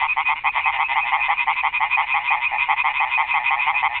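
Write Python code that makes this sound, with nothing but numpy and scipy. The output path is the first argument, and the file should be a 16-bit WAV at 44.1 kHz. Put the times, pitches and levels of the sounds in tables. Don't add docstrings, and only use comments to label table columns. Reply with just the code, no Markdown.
import sys
import numpy as np
from scipy import signal
from scipy.fft import rfft, irfft
from scipy.io import wavfile

SR = 44100
rng = np.random.default_rng(int(sys.argv[2]) if len(sys.argv) > 2 else 0)


def wrap_up_sound(samples):
    columns = np.atleast_2d(samples).T
    tamed = np.clip(columns, -1, 1)
    steps = np.round(tamed * 32767).astype(np.int16)
    wavfile.write(sys.argv[1], SR, steps)


N = 176400

# t/s, level/dB
NEAR_CUES = [(.0175, -3), (.1705, -2), (.2885, -2.5), (.4455, -2), (.5545, -4.5), (.6592, -2),
             (.7900, -1.5), (.9587, -1.5), (1.1222, -1), (1.2914, -2), (1.4737, -1), (1.6364, -1.5),
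             (1.8061, -2), (1.9744, -1), (2.1436, -2), (2.3075, -1.5), (2.6892, -1), (2.8448, -1.5),
             (3.0031, -2), (3.1782, -1.5), (3.3418, -1.5), (3.5087, -1.5), (3.6692, -1.5), (3.8301, -0.5)]
SHRILL_CUES = [(0.088, -1.5), (0.258, -1.5), (.464, -3), (0.635, -2), (.829, -5), (1.002, -3), (1.207, -1),
               (1.373, -1.5), (1.569, -0.5), (1.741, -1), (1.917, 1), (2.105, -1), (2.278, 0.5), (2.433, 1),
               (2.585, 2.5), (2.779, -0.5), (2.963, -1), (3.127, 0), (3.302, 0), (3.453, 0.5), (3.59, -1.5),
               (3.746, -1)]
RASPY_CUES = [(-.02, 1), (.255, -3), (.538, -1.5), (.718, -1), (.886, 1.5), (1.054, 1), (1.226, 1.5),
              (1.386, 1), (1.556, -1.5), (1.728, -1), (1.898, -1.5), (2.071, -1.5), (2.235, -0.5),
              (2.405, -0.5), (2.596, 2), (2.764, 0.5), (2.933, -0.5), (3.099, 0), (3.271, -1), (3.435, 0.5),
              (3.60, -0.5), (3.765, -0.5), (3.933, -0.5)]
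DEEP_CUES = [(.555, -0.5), (.738, -2.5), (.898, -2.5), (1.035, -4), (1.165, -1.5), (1.285, 1.5),
             (1.832, -5), (2.000, -4), (2.175, -5.5), (2.348, -3), (2.519, 2.5), (2.690, 2.5),
             (2.868, -2.5), (3.042, -2), (3.207, -2.5), (3.385, -2.5), (3.555, -1.5), (3.725, -3),
             (3.895, -4)]
THIN_CUES = [(.035, -2.5), (.198, -2), (.36, 0.5), (.595, -1.5), (.732, 2), (.935, -1.5), (1.11, 1),
             (1.325, -4.5), (1.50, 1), (1.672, -5), (1.838, -0.5), (2.012, 0), (2.20, -4.5), (2.48, -1.5),
             (2.645, -2.5), (2.885, 0.5), (3.075, -3), (3.265, -4.5), (3.47, 0), (3.65, 3), (3.955, 0.5)]
# f/Hz, level/dB
NEAR_FORMANTS = [(250, -46.5), (500, -38.5), (690, -22), (800, -3), (880, 2), (1010, -3), (1200, -7),
                 (1400, -25), (1600, -27.5), (1830, -15.5), (2060, 0.5), (2250, -11.5), (2430, -12.5),
                 (2740, -35), (3080, -14), (3380, -29.5), (3750, -52.5), (4400, -65)]
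SHRILL_FORMANTS = [(500, -46.5), (750, -29), (1020, -0.5), (1300, -13.5), (1650, -27), (2050, -11),
                   (2400, 6), (2560, 5.5), (2760, -29.5), (3050, -14.5), (3400, -29.5), (3850, -29.5),
                   (4400, -58.5)]
RASPY_FORMANTS = [(500, -44), (750, -17), (970, 4), (1250, -13.5), (1640, -16), (1900, -6.5), (2070, 9),
                  (2250, -15), (2430, 6), (2700, -12.5), (3000, -7.5), (3300, -13.5), (3520, -15),
                  (3900, -39), (4400, -52)]
DEEP_FORMANTS = [(480, -47.5), (650, -20), (810, 1), (930, -6.5), (1200, -20.5), (1520, -36), (1790, -9),
                 (1860, -16), (1960, -1.5), (2180, -20.5), (2420, -5.5), (2720, -30), (3400, -35.5),
                 (4400, -62.5)]
THIN_FORMANTS = [(550, -36.5), (980, -0.5), (1200, -18), (1450, -14), (1660, -24.5), (2100, 0.5),
                 (2420, -1.5), (2700, -16.5), (2850, 2.5), (3020, -27), (3500, -21.5), (4400, -60.5)]
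# t/s, f/Hz
SAC_TUNING = [(.1, 2504), (.3, 2486), (.5, 2499), (.85, 2563), (1.05, 2490), (1.4, 2473), (2.5, 2469),
              (4, 2475)]
# f/Hz, level/dB
CHORUS_SPECTRUM = [(450, -34.5), (750, -21), (1000, -8), (1600, -15), (2000, -4), (2400, 8), (2800, -9),
                   (3600, -19.5), (4200, -31), (5000, -63)]
RUMBLE_SPECTRUM = [(15, -5), (27, -1), (39, -3), (52, -8), (71, 0.5), (82, -6), (130, -12.5), (200, -16.5),
                   (500, -21.5), (1500, -31), (4000, -55)]

SETTLE_PULSES, FILL_PULSES = 1.3, 3.5
GAP_JITTER_S, PACE_SPREAD, LEVEL_SPREAD_DB, PITCH_SPREAD = .0002, .013, .44, .01
PULSE_SHARP, PULSE_SAG_S = .041, .0015
EDGE_TILT_DB_PER_OCTAVE = 2.5
LEAD_IN_S, LEAD_IN_DB = .0065, -12
SAC_DB, SAC_LEAD_DB = -17.5, -9
SAC_LEAD_S, SAC_ATTACK_S, SAC_HOLD_S, SAC_RELEASE_S = .018, .012, .031, .009
SAC_PULSE_HZ, SAC_PULSE_DEPTH, SAC_RISE_HZ_PER_S, SAC_WAVER_HZ = 131, .33, 900, 28


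def frog(cues, formants, level_db, count, gap_s, slow_start_s, swell_db, fade_db, rise, wet_db=-7):
    k = np.arange(count)
    filling = 1 - np.exp(-k / FILL_PULSES)
    starting, ending = np.exp(-k / SETTLE_PULSES), np.exp(-k[::-1] / SETTLE_PULSES)
    rings = [throat_ring(formants, EDGE_TILT_DB_PER_OCTAVE * edge) for edge in starting + ending]
    n, peak = np.arange(len(rings[0])), np.argmax(np.abs(rings[0]))
    sagging = n + PULSE_SHARP * PULSE_SAG_S * SR * (1 - np.exp(-n / (PULSE_SAG_S * SR)))
    rings = [np.interp(sagging, n, ring) for ring in rings]
    track, span = np.zeros(N + 2 * SR), np.arange(SR // 10)
    for start_s, accent_db in cues:
        late, loud, detune = rng.standard_normal((3, count))
        pace = 1 + PACE_SPREAD * rng.standard_normal()
        gaps = (gap_s + slow_start_s * starting) * pace + GAP_JITTER_S * late
        onsets = LEAD_IN_S + np.cumsum(gaps) - gaps
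        gains = from_db(LEVEL_SPREAD_DB * loud - swell_db * starting - fade_db * ending)
        pitches = 1 + rise * (filling - filling.mean()) + PITCH_SPREAD * detune
        pickup = (0, gains[0] * from_db(LEAD_IN_DB), pitches[0], rings[0])
        croak = sum(gain * np.interp((span - onset * SR) * pitch, n, ring, left=0, right=0)
                    for onset, gain, pitch, ring in [pickup, *zip(onsets, gains, pitches, rings)])
        at = int((start_s - LEAD_IN_S + 1) * SR) - peak
        track[at:at + len(span)] += from_db(level_db + accent_db) * rms_one(croak)
    voice = track[SR:SR + N]
    return voice + from_db(wet_db) * garden(voice)


def throat_ring(formants, tilt_db_per_octave, size=4096):
    tilted = [(hz, db - tilt_db_per_octave * np.log2(hz / 1000)) for hz, db in formants]
    cepstrum = irfft(np.log(eq_curve(tilted, size)))
    cepstrum[1:size // 2] *= 2
    cepstrum[size // 2 + 1:] = 0
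    return irfft(np.exp(rfft(cepstrum)))[:size // 4]


def shrill_sac():
    t, track = np.arange(SR // 10) / SR, np.zeros(N + 2 * SR)
    corners = np.cumsum([0, SAC_LEAD_S, SAC_ATTACK_S, SAC_HOLD_S, SAC_RELEASE_S])
    envelope = np.interp(t, corners, [0, from_db(SAC_LEAD_DB), 1, 1, 0])
    glide_hz = SAC_RISE_HZ_PER_S * (t - corners[2:4].mean())
    tremolo = 1 + SAC_PULSE_DEPTH * np.cos(2 * np.pi * SAC_PULSE_HZ * t)
    for start_s, accent_db in SHRILL_CUES:
        waver, flutter = (rms_one(low_pass(noise, hz=160)) for noise in rng.standard_normal((2, len(t))))
        hz = np.interp(start_s, *np.transpose(SAC_TUNING)) + glide_hz + SAC_WAVER_HZ * waver
        note = envelope * tremolo * np.sin(2 * np.pi * np.cumsum(hz) / SR)
        at = int((start_s - SAC_LEAD_S + 1) * SR)
        track[at:at + len(t)] += from_db(SAC_DB + accent_db + LEVEL_SPREAD_DB * flutter) * note
    return track[SR:SR + N]


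def garden(voice, t60_s=.055, predelay_s=.003):
    t = np.arange(SR // 2) / SR
    tail = rng.standard_normal(len(t)) * from_db(-60 * t / t60_s) * (t > predelay_s)
    return signal.fftconvolve(voice, tail / np.linalg.norm(tail))[:N]


def far_chorus(level_db=-38, swing_db=3):
    throb = rms_one(low_pass(rng.standard_normal(N + SR), hz=18)[SR:])
    return from_db(level_db + swing_db * throb) * coloured_noise(CHORUS_SPECTRUM)


def night_rumble(level_db=-53):
    return from_db(level_db) * coloured_noise(RUMBLE_SPECTRUM)


def coloured_noise(spectrum):
    return rms_one(irfft(rfft(rng.standard_normal(N)) * eq_curve(spectrum, N), N))


def eq_curve(points, size):
    hz, db = np.transpose(points)
    bin_hz = np.maximum(np.arange(size // 2 + 1) * SR / size, 1)
    return from_db(np.interp(np.log(bin_hz), np.log(hz), db))


def low_pass(x, hz):
    return signal.sosfilt(signal.butter(2, hz, "low", fs=SR, output="sos"), x + 1e-18)


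def from_db(db):
    return 10 ** (np.asarray(db) / 20)


def rms_one(x):
    return x / np.sqrt(np.mean(x ** 2) + 1e-20)


def scene():
    near = frog(NEAR_CUES, NEAR_FORMANTS, level_db=-19.5, count=8, gap_s=.0062, slow_start_s=.0016,
                swell_db=3, fade_db=4, rise=.095, wet_db=-14.5)
    shrill = frog(SHRILL_CUES, SHRILL_FORMANTS, level_db=-29.5, count=6, gap_s=.0075, slow_start_s=.001,
                  swell_db=-1, fade_db=4, rise=.02, wet_db=-8.5)
    raspy = frog(RASPY_CUES, RASPY_FORMANTS, level_db=-28, count=8, gap_s=.0072, slow_start_s=.0011,
                 swell_db=5, fade_db=3.5, rise=.05)
    deep = frog(DEEP_CUES, DEEP_FORMANTS, level_db=-28, count=7, gap_s=.0081, slow_start_s=.001,
                swell_db=5.5, fade_db=7.5, rise=.064)
    thin = frog(THIN_CUES, THIN_FORMANTS, level_db=-34.5, count=6, gap_s=.0059, slow_start_s=.0012,
                swell_db=.5, fade_db=-1.5, rise=.016)
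    return (near + shrill + shrill_sac() + raspy + deep + thin + far_chorus() + night_rumble())[None]


def record(dry):
    cutoff_hz = 4380
    return signal.sosfilt(signal.ellip(10, .2, 80, cutoff_hz, fs=SR, output="sos"), dry)


dry = scene()
out = record(dry)
wrap_up_sound(out)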